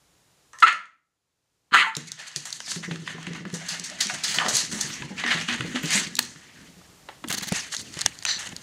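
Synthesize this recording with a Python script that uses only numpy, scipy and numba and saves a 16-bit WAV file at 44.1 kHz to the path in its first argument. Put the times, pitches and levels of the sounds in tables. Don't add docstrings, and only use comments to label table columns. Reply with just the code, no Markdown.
import sys
import numpy as np
from scipy import signal
from scipy.fft import rfft, irfft
from scipy.io import wavfile
from scipy.ndimage import uniform_filter1d
from numba import njit

SR = 44100
rng = np.random.default_rng(int(sys.argv[2]) if len(sys.argv) > 2 else 0)


def undo_db(level):
    steps = np.asarray(level, float) / 20
    return 10 ** steps


def unload_wav(signal):
    wavfile.write(
        sys.argv[1],
        SR,
        np.round(np.clip(np.atleast_2d(signal).T, -1, 1) * 32767).astype(np.int16),
    )


N = 380141
TIME = np.arange(N) / SR


def unit(x):
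    return x / np.sqrt(np.mean(x ** 2))


def colour(x, points):
    hz, db = np.transpose(points)
    size = 4096
    log_hz = np.log(np.fft.rfftfreq(size, 1 / SR) + 1)
    gain_db = np.interp(log_hz, np.log(hz), db, db[0] - 20, db[-1] - 20)
    cepstrum = irfft(gain_db * np.log(10) / 20)
    cepstrum[1:size // 2] *= 2
    cepstrum[size // 2 + 1:] = 0
    response = irfft(np.exp(rfft(cepstrum)))
    return signal.fftconvolve(x, response)[:len(x)]


@njit
def svf(x, hz, width):
    y, b, l = np.empty(len(x)), 0., 0.
    for i in range(len(x)):
        g, k = np.tan(np.pi * hz[i] / SR), width / hz[i]
        v = (b + g * (x[i] - l)) / (1 + g * (g + k))
        b, l, y[i] = 2 * v - b, l + 2 * g * v, k * v
    return y


def band(x, hz, width_hz):
    return svf(x, hz + np.zeros(len(x)), float(width_hz))


def walk(rate_hz, size=N):
    hold = max(int(SR / rate_hz), 1)
    steps = np.repeat(rng.standard_normal(size // hold + 1), hold)
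    return 1.6 * uniform_filter1d(uniform_filter1d(steps, hold), hold)[:size]


def grit(spread_db, size=N):
    catch = np.minimum(rng.exponential(size=size), 5)
    return rng.standard_normal(size) * undo_db(spread_db * catch)


def rise(t, attack_s):
    return np.minimum(t / attack_s, 1)


def decay(t, t60_s):
    return 1000 ** (-t / t60_s)


def add(out, s, x):
    i = int(s * SR)
    out[i:i + len(x)] += x[:len(out) - i]


# start in seconds, hold in seconds.
DUCKS = [
    (0.635, 0.24),
    (1.751, 3.36),
]
DUCK_DB, RECOVER_S, CREEP_DB_S = -24, 1.57, 1.35


def gain_db():
    ducks = [(TIME > s) * np.clip(1 - (TIME - s - hold) / RECOVER_S, 0, 1) for s, hold in DUCKS]
    return DUCK_DB * np.max(ducks, axis=0) + CREEP_DB_S * TIME


# frequency in Hz, density in dB per Hz.
HUSH = [(25, -6), (110, -5), (154, -1.5), (232, -13), (266, -8), (2150, -16), (7110, -15.5), (15200, -29)]
HUSH_DB = -63
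# frequency in Hz, rms level in dB.
WHINES = [(3908, -85), (6837, -79), (9765, -79), (11719, -85.5)]


def quiet():
    hush = unit(colour(rng.standard_normal(N), HUSH)) * undo_db(HUSH_DB + gain_db())
    whine = sum(np.sqrt(2) * undo_db(db) * np.sin(2 * np.pi * hz * TIME) for hz, db in WHINES)
    first_yap_s = YAPS[0][1][0]
    return hush + whine * undo_db(-19 * (TIME > first_yap_s))


# frequency in Hz, density in dB per Hz.
RASP = [(400, -11.5), (700, -5.5), (1400, 0.5), (1890, 7.5), (2350, -1.5), (2950, 4.5), (4400, -4.5),
        (7000, -31.5)]
HISS = [(2900, -10), (4400, 5), (5300, -5.5), (6300, 5.5), (8000, -1.5), (10500, -10), (13000, -24.5),
        (16000, -42.5)]
TICK_TOP_HZ = 9000


def strike(size, tick_db, hz, knock_db, envelope, snap, air_db):
    skid = grit(4.2, size=size) * envelope
    touch = skid * np.sqrt(envelope) + snap * (np.arange(size) == 8)
    tick = band(band(touch, hz, 0.81 * hz), hz, hz) + .5 * colour(touch, HISS)
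    tick = signal.lfilter(*signal.butter(2, TICK_TOP_HZ, fs=SR), tick)
    tick = tick + undo_db(air_db) * np.gradient(touch * envelope)
    knock = colour(skid, RASP) + undo_db(-15.0) * band(band(skid, 1200, 900), 660, 2700)
    return tick * undo_db(tick_db) / np.abs(tick).max() + knock * undo_db(knock_db + 2.5) / np.abs(knock).max()


# start in seconds, tick peak in dB, knock peak in dB.
BLUNT = [(3.076, -27, -17.5), (3.268, -25, -20.5), (4.385, -32, -4.5), (4.4626, -20, -15.5),
         (5.238, -41, -15.5), (5.312, -31, -14), (5.4016, -18, -24), (5.4866, -51, -17),
         (5.6071, -21.5, -16), (5.906, -9, -49), (6.187, -38, -19), (7.088, -37.5, -25.5),
         (7.738, -33, -22), (8.058, -45, -22), (8.263, -30, -21.5), (7.2404, -27, -26.5), (7.411, -21, -29),
         (8.2518, -4.5, -22)]
FIRM = [(0.601, -27, -55), (0.856, -43, -64.5), (1.9513, -17.5, -48), (2.3609, -8.5, -29),
        (2.5274, -12.5, -74.5), (2.603, -17.5, -23), (4.008, -15, -19.5), (2.9111, -34, -22),
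        (4.902, -35, -24.5), (6.1905, 2, -9), (7.284, -17, -40), (7.326, -9, -23), (7.349, -11, -31),
        (8.225, -21.5, -30.5)]
SHARP = [(0.532, -36, -41), (0.587, -27, -38), (.604, -22.5, -37), (0.681, -19, -46), (.727, -24, -25),
         (1.967, -11, -24), (2.1184, -12.5, -38), (2.7172, -13.5, -20.5), (3.7968, -13.5, -52),
         (4.0692, -13.5, -33), (4.552, -8, -38), (4.5677, -3, -38), (4.811, -8.5, -49), (6.1533, -12, -48),
         (7.523, -12.5, -23.5), (7.5487, -21, -37), (7.747, -15, -23), (7.7662, -13, -43), (7.94, -20, -34),
         (7.9905, -17, -24), (8.01, -12, -32), (8.0153, -5, -26), (8.0613, 2, -8.5), (8.1887, -22, -43),
         (8.5642, -16.5, -36)]
CATCHES = [(2.28, -39, -55), (2.315, -32, -52), (2.5042, -22, -47), (2.6847, -31, -48), (2.7595, -31, -26),
           (2.9582, -27, -27.5), (3.229, -29, -35), (3.3338, -24.5, -33), (3.501, -33, -35),
           (3.606, -33, -46), (3.899, -20, -40), (4.531, -23, -28), (4.7251, -15, -43), (5.022, -34, -22),
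           (5.165, -54, -63), (5.2627, -21, -19), (5.2787, -22, -28), (5.527, -19, -39), (5.561, -25, -41),
           (5.62, -32, -40), (5.662, -34, -32), (5.857, -16, -30), (7.276, -27, -38), (7.3034, -15, -32),
           (7.335, -26, -31), (7.3721, -26, -39), (7.397, -28, -32), (7.4289, -18.5, -28),
           (7.461, -31, -33), (7.48, -30, -37), (7.425, -27, -40), (7.795, -22, -34), (8.153, -35, -43),
           (8.405, -24, -38), (8.421, -28, -33), (8.491, -25, -45)]
BLUNT_HZ, FIRM_HZ, SHARP_HZ, CATCH_HZ = 3430, 4130, 6800, 5700
# start in seconds, peak in dB, pitch in Hz, rasp in dB, fade in seconds.
SKIDS = [(2.452, -18, 7260, -32.5, 0.24), (3.539, -22, 6800, -32, 0.15), (3.684, -13, 4430, -31.5, 0.3),
         (3.838, -19, 6100, -67, 0.17), (4.0046, -9.5, 4060, -54, 0.15), (4.138, -19, 6840, -30, 0.083),
         (4.2357, -12, 4200, -41, 0.095), (4.279, -13, 3700, -59, 0.44), (4.3408, -9.5, 4430, -18.5, 0.3),
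         (4.4826, -10.5, 6450, -23.5, 0.14), (4.7134, -18, 7050, -27.5, 0.73),
         (5.1783, -30, 5000, -39, 0.37), (5.8285, -35, 2940, -31.5, 0.96), (6.2166, -26, 6340, -42.5, 0.57),
         (8.39, -21, 6600, -26.5, 0.23)]
NEAR_S, BACK_S, NEAR_AIR_DB = 7.26, 7.6, -22


def claws():
    out, t = np.zeros(N), TIME[:SR // 5]
    tick_envelope = rise(t, 0.00045) * (decay(t, 0.017) + 0.13 * decay(t, 0.032))
    for ring_hz, rows in [(BLUNT_HZ, BLUNT), (FIRM_HZ, FIRM), (SHARP_HZ, SHARP), (CATCH_HZ, CATCHES)]:
        for s, tick_db, knock_db in rows:
            hz = ring_hz * 2 ** (0.24 * rng.uniform(-1, 1))
            air_db = NEAR_AIR_DB - 6.2 * (s > BACK_S) if s > NEAR_S else tick_db - 12.0
            add(out, s, strike(len(t), tick_db, hz, knock_db, tick_envelope, snap=8.9, air_db=air_db))
    for s, db, hz, rasp_db, fade_s in SKIDS:
        envelope = rise(t, 0.0016) * decay(t, max(1.8 * fade_s, .02))
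        add(out, s, strike(len(t), db, hz, rasp_db, envelope, snap=5.0, air_db=db - 11))
    return out


# frequency in Hz, level in dB, t60 in seconds.
BOWL = [(1017, -8.5, 0.087), (1200, -6.5, .04), (1330, -7, 0.0957), (1561, -11, .05), (1780, -8, 0.2),
        (2277, -29, .4), (2530, -12.5, .03)]
BOWL_S, BOWL_DB = .533, -39


def bowl():
    out, t = np.zeros(N), TIME[:SR // 4]
    rattle = .4 + 1.0 * walk(200, size=len(t))
    modes = sum(undo_db(db) * np.sin(2 * np.pi * hz * t) * decay(t, t60_s) for hz, db, t60_s in BOWL)
    add(out, BOWL_S, undo_db(BOWL_DB) * rattle * modes)
    return out


# start in seconds, peak in dB, pitch in Hz, t60 in seconds.
TAPS = [(.534, -38.5, 1200, .05), (2.199, -43, 746, 0.078), (3.182, -32, 860, 0.076),
        (3.352, -32, 1310, 0.08), (7.815, -26, 6500, 0.037), (8.235, -29, 6500, 0.023),
        (4.0105, -7, 4540, 0.019), (4.098, -16.5, 1600, 0.044), (4.281, -23, 3300, .04),
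        (5.645, -33, 600, .05), (5.746, -40, 603, 0.042), (7.522, -20, 607, .03), (7.331, -15, 9500, .015),
        (7.287, -20, 9500, .02), (3.453, -24, 1570, 0.027), (3.529, -33, 6500, 0.033),
        (4.558, -12, 5500, .02), (5.309, -15, 2020, 0.028), (5.497, -18, 2900, .03),
        (5.763, -18.5, 3560, 0.026), (5.938, -11, 3470, 0.016), (5.977, -14, 2800, 0.033),
        (6.07, -27, 3000, .025), (6.168, -18, 4300, 0.026), (6.228, -20, 6000, .02),
        (6.251, -29, 6000, .02), (6.36, -36, 1800, .04), (6.815, -45.5, 900, .03), (6.922, -57, 690, 0.032),
        (7.088, -29, 790, 0.049), (7.241, -25.5, 950, 0.032), (7.31, -26, 1050, 0.045),
        (7.34, -38, 1000, .03), (7.385, -42, 1000, .03), (7.434, -38, 1000, 0.033), (7.475, -37, 1110, .03)]
# start in seconds, level in dB.
CHINKS = [(2.86, -65), (4.884, -49), (5.83, -42)]
CHINK_HZ, CHINK_T60_S = 14350, .14


def taps():
    out, t = np.zeros(N), TIME[:SR // 6]
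    for s, db, hz, t60_s in TAPS:
        contact = grit(1.9, size=len(t)) * decay(t, t60_s)
        ring = band(band(contact, hz, .8 * hz), hz, 1.1 * hz)
        add(out, s - .001, undo_db(db) * ring / np.abs(ring).max())
    for s, db in CHINKS:
        ring = unit(band(band(rng.standard_normal(len(t)), CHINK_HZ, 500), CHINK_HZ, 1200))
        add(out, s, undo_db(db) * ring * decay(t, CHINK_T60_S))
    return out


# time in seconds, pitch in Hz, level in dB, roughness 0-1, mouth resonance in Hz.
YAPS = [
    [(.622, 663, -22.5, 0.4, 1300), (.626, 690.5, -11.5, 0.5, 1380), (.631, 683.6, -5, 0.4, 1390),
     (.635, 629, -8.5, 0.08, 1280), (.649, 693, -13, 0.03, 1370), (.657, 675, -22, 0.3, 1330),
     (.676, 612, -13, 0.7, 1600), (.69, 618, -19, 0.58, 1850), (.74, 609, -34.5, 0.5, 1900)],
    [(1.7105, 603.5, -52, 1.1, 1500), (1.734, 640, -23.5, 1.2, 1500), (1.744, 670.5, -8, 0.7, 1420),
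     (1.762, 664, -12, 0.49, 1400), (1.785, 655, -12.5, 0.5, 2050), (1.81, 617, -14, 0.69, 1900),
     (1.85, 565, -28, 0.9, 1100), (1.875, 440.7, -25.5, 0.2, 865), (1.94, 439, -51, 0, 850)],
]
# slow flutter of the folds in Hz, its depth, its end in seconds; breath in dB.
FLUTTER_HZ = [240, 146.9]
FLUTTER_DEPTH = [0.33, 0.51]
FLUTTER_END_S = [.634, 1.768]
BREATH_DB = [-27, -22]
# frequency in Hz, width in Hz, level in dB.
THROAT = [(2370, 400, -29.5), (3010, 500, -10.5), (4210, 500, -11), (6600, 790, -30.5)]
# frequency in Hz, density in dB per Hz.
BREATH = [(120, -14.5), (380, 0.5), (600, -9.5), (5300, -27), (6500, -3), (8800, -11.5), (11000, -20),
          (14000, -36.5)]
HEAD_HZ = 830


def yap(rows, flutter_hz, depth, flutter_end_s, breath_db):
    s, *columns = np.transpose(rows)
    t = np.arange(s[0], s[-1], 1 / SR)
    hz, db, rough, mouth_hz = (np.interp(t, s, c) for c in columns)
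    rough = np.clip(rough, 0, 1)
    phase = 2 * np.pi * np.cumsum(hz * (1 + 0.13 * rough * walk(600, size=len(t)))) / SR
    odd = np.minimum(0.17 + 2 * rough, 1)
    pulses = sum((1 if k % 2 == 0 else odd) * np.cos(k * phase) for k in range(1, 13)) / 3
    flutter_phase = 2 * np.pi * np.cumsum(flutter_hz * (1 + 0.015 * walk(60, size=len(t)))) / SR
    depth = depth * np.clip((flutter_end_s - t) / 0.012 + .5, .25, 1) * np.minimum(2 * rough, 1)
    flutter = 1 + depth * np.cos(flutter_phase)
    source = flutter * (np.sqrt(1 - rough) * pulses + 1.7 * rough * rng.standard_normal(len(t)))
    mouth = band(band(source, mouth_hz, 480), mouth_hz, 1100)
    mouth = mouth + undo_db(-4.0) * band(band(source, np.minimum(mouth_hz, 1250), 400), 1300, 1100)
    throat = sum((-1) ** k * undo_db(d) * band(source, f, w) for k, (f, w, d) in enumerate(THROAT))
    voice = mouth + (0.36 + rough) * np.minimum(mouth_hz / 1400, 1) ** 3 * throat
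    voice = unit(voice) * undo_db(db)
    head = signal.butter(4, [HEAD_HZ, 4900], 'bandpass', fs=SR, output='sos')
    voice = signal.sosfilt(head, voice) + undo_db(-36) * voice
    breath = unit(colour(rng.standard_normal(len(t)), BREATH))
    return voice + undo_db(breath_db + db) * breath


# start in seconds, peak in dB, pitch in Hz.
PAWS = [(.628, -52.5, 198.2), (1.972, -24, 151), (2.366, -30, 147), (2.766, -22.5, 169), (2.881, -24, 178),
        (2.915, -17, 164), (3.025, -29.5, 158), (3.085, -39, 160), (3.148, -27.5, 163), (3.19, -32, 159),
        (3.275, -22.5, 177), (3.31, -23, 169), (3.381, -36, 180), (3.41, -27, 162), (3.456, -23, 186),
        (3.535, -19.5, 169), (3.72, -34, 166), (3.801, -32.5, 182), (4.018, -40, 197), (4.06, -29.5, 198),
        (4.133, -31, 150), (4.29, -34.5, 156), (4.373, -25.5, 164), (4.46, -26.5, 214), (4.535, -28, 133),
        (4.64, -31.5, 162), (4.733, -21.5, 209), (4.785, -31, 208), (4.845, -26, 150), (4.9, -34, 150),
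        (5.016, -28, 136), (5.047, -28, 152), (5.108, -23, 191), (5.252, -23.5, 240), (5.35, -20.5, 163),
        (5.488, -21, 235), (5.55, -29, 221), (5.602, -20, 133), (5.644, -20.5, 164), (5.747, -18.5, 252),
        (5.841, -17, 158.8), (5.953, -16.5, 201.5), (6.01, -26, 196), (6.07, -31, 158), (6.19, -31, 240),
        (6.358, -36, 152), (6.683, -37, 176), (6.77, -40, 185)]
BUMPS = [(1.722, -27, 217), (7.224, -37.5, 200), (7.245, -22.5, 290), (7.277, -26, 198), (7.301, -21, 161),
         (7.341, -25, 217), (7.381, -26.5, 214), (7.422, -23, 183), (7.472, -25, 189), (7.521, -7.5, 183),
         (7.969, -23, 156), (8.056, -23, 112), (8.367, -30, 195), (8.53, -25, 166)]
BOOMS = [(2.785, -31, 204), (3.29, -38, 240), (3.345, -32.5, 210), (3.545, -32.5, 176), (7.252, -32, 235)]


def thumps(rows, t60_s, rise_s):
    out, t = np.zeros(N), TIME[:SR // 3]
    fall = (1 - np.exp(-t / rise_s)) * decay(t, t60_s)
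    for s, db, hz in rows:
        shudder = unit(band(band(band(rng.standard_normal(len(t)), 310, 230), 310, 300), 310, 400))
        add(out, s - rise_s, undo_db(db - 2.5) * fall * (np.sin(2 * np.pi * hz * t) + 0.38 * shudder))
    return out


# peak time in seconds, rasp in dB, hiss above it in dB, time to fade 20 dB in seconds.
LANDINGS = [(1.972, -49, 3, 0.74), (2.193, -45, 2.5, 0.25), (2.364, -51, 24.5, 0.059),
            (2.529, -54, 23, 0.1), (2.83, -36.5, -9, 0.055), (2.911, -39.5, -0.5, 0.06),
            (3.073, -41, -7, 0.24), (3.35, -40.5, -9, 0.08), (3.272, -44, -5, 0.15), (5.833, -38, 2, 0.072),
            (5.978, -33, 10, 0.042), (3.455, -56, -12, 0.074), (3.61, -41.5, 5, 0.4),
            (3.736, -46.5, -2, 0.9), (4.014, -34, 8, 0.26), (4.246, -34, 8, 0.18), (4.81, -42, 21, 0.074),
            (4.905, -47, -7, 0.051), (5.412, -31, 2.5, 0.057), (5.486, -24.5, -9, 0.1),
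            (5.759, -27.5, -19, 0.056), (7.094, -49.5, -19, 0.085), (7.724, -44, 18, 0.11),
            (8.283, -31.5, -2, 0.14), (5.24, -31, -11, 0.045), (5.264, -33, -4, 0.028),
            (5.279, -27, -3.5, 0.043), (5.374, -33, -28, 0.057), (4.554, -47, 18, 0.05)]
LEANS = [(2.712, -42, 16, 0.1), (4.577, -31.5, 16.5, 0.098), (5.313, -21, -9, 0.068),
         (5.957, -24, 9, 0.098), (4.955, -40.5, 4, 0.13), (5.2, -31, -5, 0.046), (7.565, -31.5, 6, 0.12),
         (7.633, -51, 14, 0.021), (8.002, -42, 9, 0.12)]
LAND_IN, LEAN_IN = 0.089, 0.96
# time in seconds, level in dB.
BUSTLE = [(1.9, -92), (2, -71), (2.7, -50.5), (3.1, -46.5), (3.75, -51.5), (4.4, -46), (5.1, -41.5),
          (5.8, -37), (6.2, -48), (6.5, -50), (7.2, -68), (7.3, -39), (7.68, -50.5), (8.62, -47)]
# centre in seconds, half length in seconds, dB.
LULLS = [(3.434, 0.035, -7), (3.515, .012, -1), (5.14, 0.16, -3.5), (5.46, 0.0094, -9), (5.815, .015, -16),
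         (7.2, .03, -6), (7.265, 0.017, -15)]


def drag_level(column_db, bed_db):
    rows = np.array(LANDINGS + LEANS)
    swell = np.repeat([LAND_IN, LEAN_IN], [len(LANDINGS), len(LEANS)])[:, None]
    lead = (TIME - rows[:, :1]) / rows[:, 3:]
    drags = undo_db(column_db[:, None] + 20 * np.where(lead < 0, lead / swell, -lead)).sum(axis=0)
    bustle_db = np.interp(TIME, *np.transpose(BUSTLE), -150)
    lull_db = sum(db * np.exp(-((TIME - s) / half_s) ** 4) for s, half_s, db in LULLS)
    return drags + undo_db(bed_db + bustle_db + 1.5 * walk(9.1) + lull_db)


# frequency in Hz, density in dB per Hz.
RUMBLE = [(25, -9.5), (50, -18), (100, -9), (165, -6), (260, -4.5), (420, -15.5), (700, -29)]
RUMBLE_DB, BED_RASP_DB, BED_HISS_DB = -6, -7.5, 6
SNAG = .7


def scrape():
    slip = 1.3 * walk(45)
    rasp = unit(colour(grit(2.5), RASP)) * undo_db(1.6 * slip + 1.2 * walk(90))
    hiss = unit(colour(grit(3.2), HISS)) * undo_db(1.6 * slip + 1.8 * walk(150))
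    low_hz = 2150 * 2 ** np.clip(.3 * walk(30), -.3, 1)
    low_snag = unit(band(band(grit(3.5), low_hz, 400), 2200, 2500)) * undo_db(2.5 * walk(70))
    high_hz = 5300 * 2 ** np.clip(.22 * walk(30), -.6, .6)
    high_snag = unit(band(band(grit(3.5), high_hz, 1100), 5300, 5000)) * undo_db(2.5 * walk(70))
    rumble = unit(colour(rng.standard_normal(N), RUMBLE)) * undo_db(4.5 * walk(18) + RUMBLE_DB)
    db, hiss_db = np.transpose(LANDINGS + LEANS)[1:3]
    low_drag = drag_level(db - 1.5, BED_RASP_DB) * (rasp + SNAG * low_snag)
    high_drag = drag_level(db + hiss_db - 7.5, BED_HISS_DB - 14.5) * (hiss + SNAG * high_snag)
    return rumble * undo_db(np.interp(TIME, *np.transpose(BUSTLE), -120)) + low_drag + high_drag


# start in seconds, hiss peak in dB, rasp in dB.
SCUFFS = [(2.066, -30.5, -65), (2.266, -28, -61), (2.668, -48, -37), (2.7, -20.5, -58), (5.745, -29, -30),
          (7.293, -18, -27), (7.326, -19, -31.5), (7.366, -17.5, -33), (7.419, -21, -32.5),
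          (7.47, -19, -34), (7.726, -40, -45), (7.794, -27, -42.5), (7.962, -29, -38), (8.453, -25, -35),
          (8.509, -33, -38.5)]
SCUFF_S = 0.036


def scuffs():
    out, t = np.zeros(N), TIME[:SR // 10]
    for s, hiss_db, rasp_db in SCUFFS:
        slide = grit(1.6, size=len(t)) * undo_db(3.1 * walk(280, size=len(t)))
        slide = slide * np.sin(np.pi * rise(t, SCUFF_S)) ** 2
        hiss = colour(slide, HISS) + (NEAR_S < s < BACK_S) * undo_db(-10) * np.gradient(slide)
        rasp = colour(slide, RASP) + .5 * band(band(slide, 800, 700), 800, 1200)
        hiss = hiss * undo_db(hiss_db) / np.abs(hiss).max()
        add(out, s - .004, hiss + rasp * undo_db(rasp_db + 8.5) / np.abs(rasp).max())
    return out


# start in seconds, peak in dB, pitch in Hz.
HOLLOWS = [(3.09, -50, 660), (3.605, -40, 660), (3.72, -43, 684), (3.905, -38.5, 634), (4.095, -34.5, 707),
           (4.34, -41, 694), (4.45, -26, 677), (4.78, -41, 850), (5.015, -36, 980), (5.1, -41, 815)]


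def hollows():
    out, t = np.zeros(N), TIME[:SR // 8]
    for s, db, hz in HOLLOWS:
        burst = rng.standard_normal(len(t)) * rise(t, 0.0087) * decay(t, 0.21)
        ring = band(band(burst, hz, 97), hz, 350)
        add(out, s, undo_db(db) * ring / np.abs(ring).max())
    return out


SLEW_S, SLEW_DB, SLEW_HZ, SLEW_SAG_OCT_S = 4.386, -22.5, 1600, 13.7


def slew():
    out, t = np.zeros(N), TIME[:SR // 4]
    hz = SLEW_HZ * 2 ** (-SLEW_SAG_OCT_S * t)
    ring = unit(band(band(grit(3.0, size=len(t)), hz, 980), hz, 1500))
    add(out, SLEW_S, undo_db(SLEW_DB) * ring * rise(t, 0.015) * decay(t, .5))
    return out


# time in seconds, level in dB.
SNORT = [
    (8.262, -29),
    (8.29, -19.5),
    (8.33, -25),
    (8.37, -32.5),
    (8.43, -72),
]
# frequency in Hz, width in Hz, level in dB.
NOSTRILS = [(1800, 13, 10.5), (4116, 150, 13), (4430, 41, 4.5), (6030, 56, 11.5), (7200, 71, 3.6)]


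def snort():
    air = rng.standard_normal(N)
    nose = sum(undo_db(db) * band(band(air, hz, 3 * width), hz, 1350) for hz, width, db in NOSTRILS)
    return unit(nose) * undo_db(np.interp(TIME, *np.transpose(SNORT), -150, -150) + 1.0 * walk(86))


# frequency in Hz, t60 in seconds.
ROOM = [(100, 0.81), (400, 0.31), (1300, 0.42), (2000, 0.32), (4000, 0.34), (12000, 0.16)]


def room(x):
    t = TIME[:SR * 3 // 4]
    room_hz, room_t60_s = np.transpose(ROOM)
    tail = np.zeros(len(t))
    for hz in 100 * 2. ** np.arange(8):
        t60_s = np.interp(np.log(hz), np.log(room_hz), room_t60_s)
        tail += band(band(rng.standard_normal(len(t)), hz, hz), hz, hz) * decay(t, t60_s)
    tail = tail * rise(t, 0.0067)
    return signal.fftconvolve(x, tail / np.sqrt(np.sum(tail ** 2)))[:N]


# time in seconds, level in dB.
WET = [(0, 0.5), (2.5, -13.5), (4.3, -10), (6, -14.5), (7.2, -15), (7.9, -59)]


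def scene():
    voice = np.zeros(N)
    for rows, *folds in zip(YAPS, FLUTTER_HZ, FLUTTER_DEPTH, FLUTTER_END_S, BREATH_DB):
        add(voice, rows[0][0], yap(rows, *folds))
    feet = claws() + bowl() + taps() + scrape() + scuffs() + hollows() + slew() + snort()
    feet += thumps(PAWS, t60_s=0.14, rise_s=0.0052)
    feet += thumps(BUMPS, t60_s=0.042, rise_s=0.0018)
    feet += thumps(BOOMS, t60_s=0.17, rise_s=0.00582)
    wet = undo_db(-14) * (voice + 0.91 * band(voice, 2100, 700))
    wet = wet + undo_db(np.interp(TIME, *np.transpose(WET))) * feet
    return (voice + feet + room(wet) + quiet())[None]


# frequency in Hz, gain in dB.
MIC = [(20, -16), (60, 0), (15750, -2), (16100, -18), (17000, -36)]


def band_limit(x):
    return signal.sosfilt(signal.butter(12, 17030, fs=SR, output="sos"), x)


def record(dry):
    mix = np.clip(colour(dry[0], MIC)[None], -1, 1)
    return band_limit(mix)


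dry = scene()
out = record(dry)
unload_wav(out)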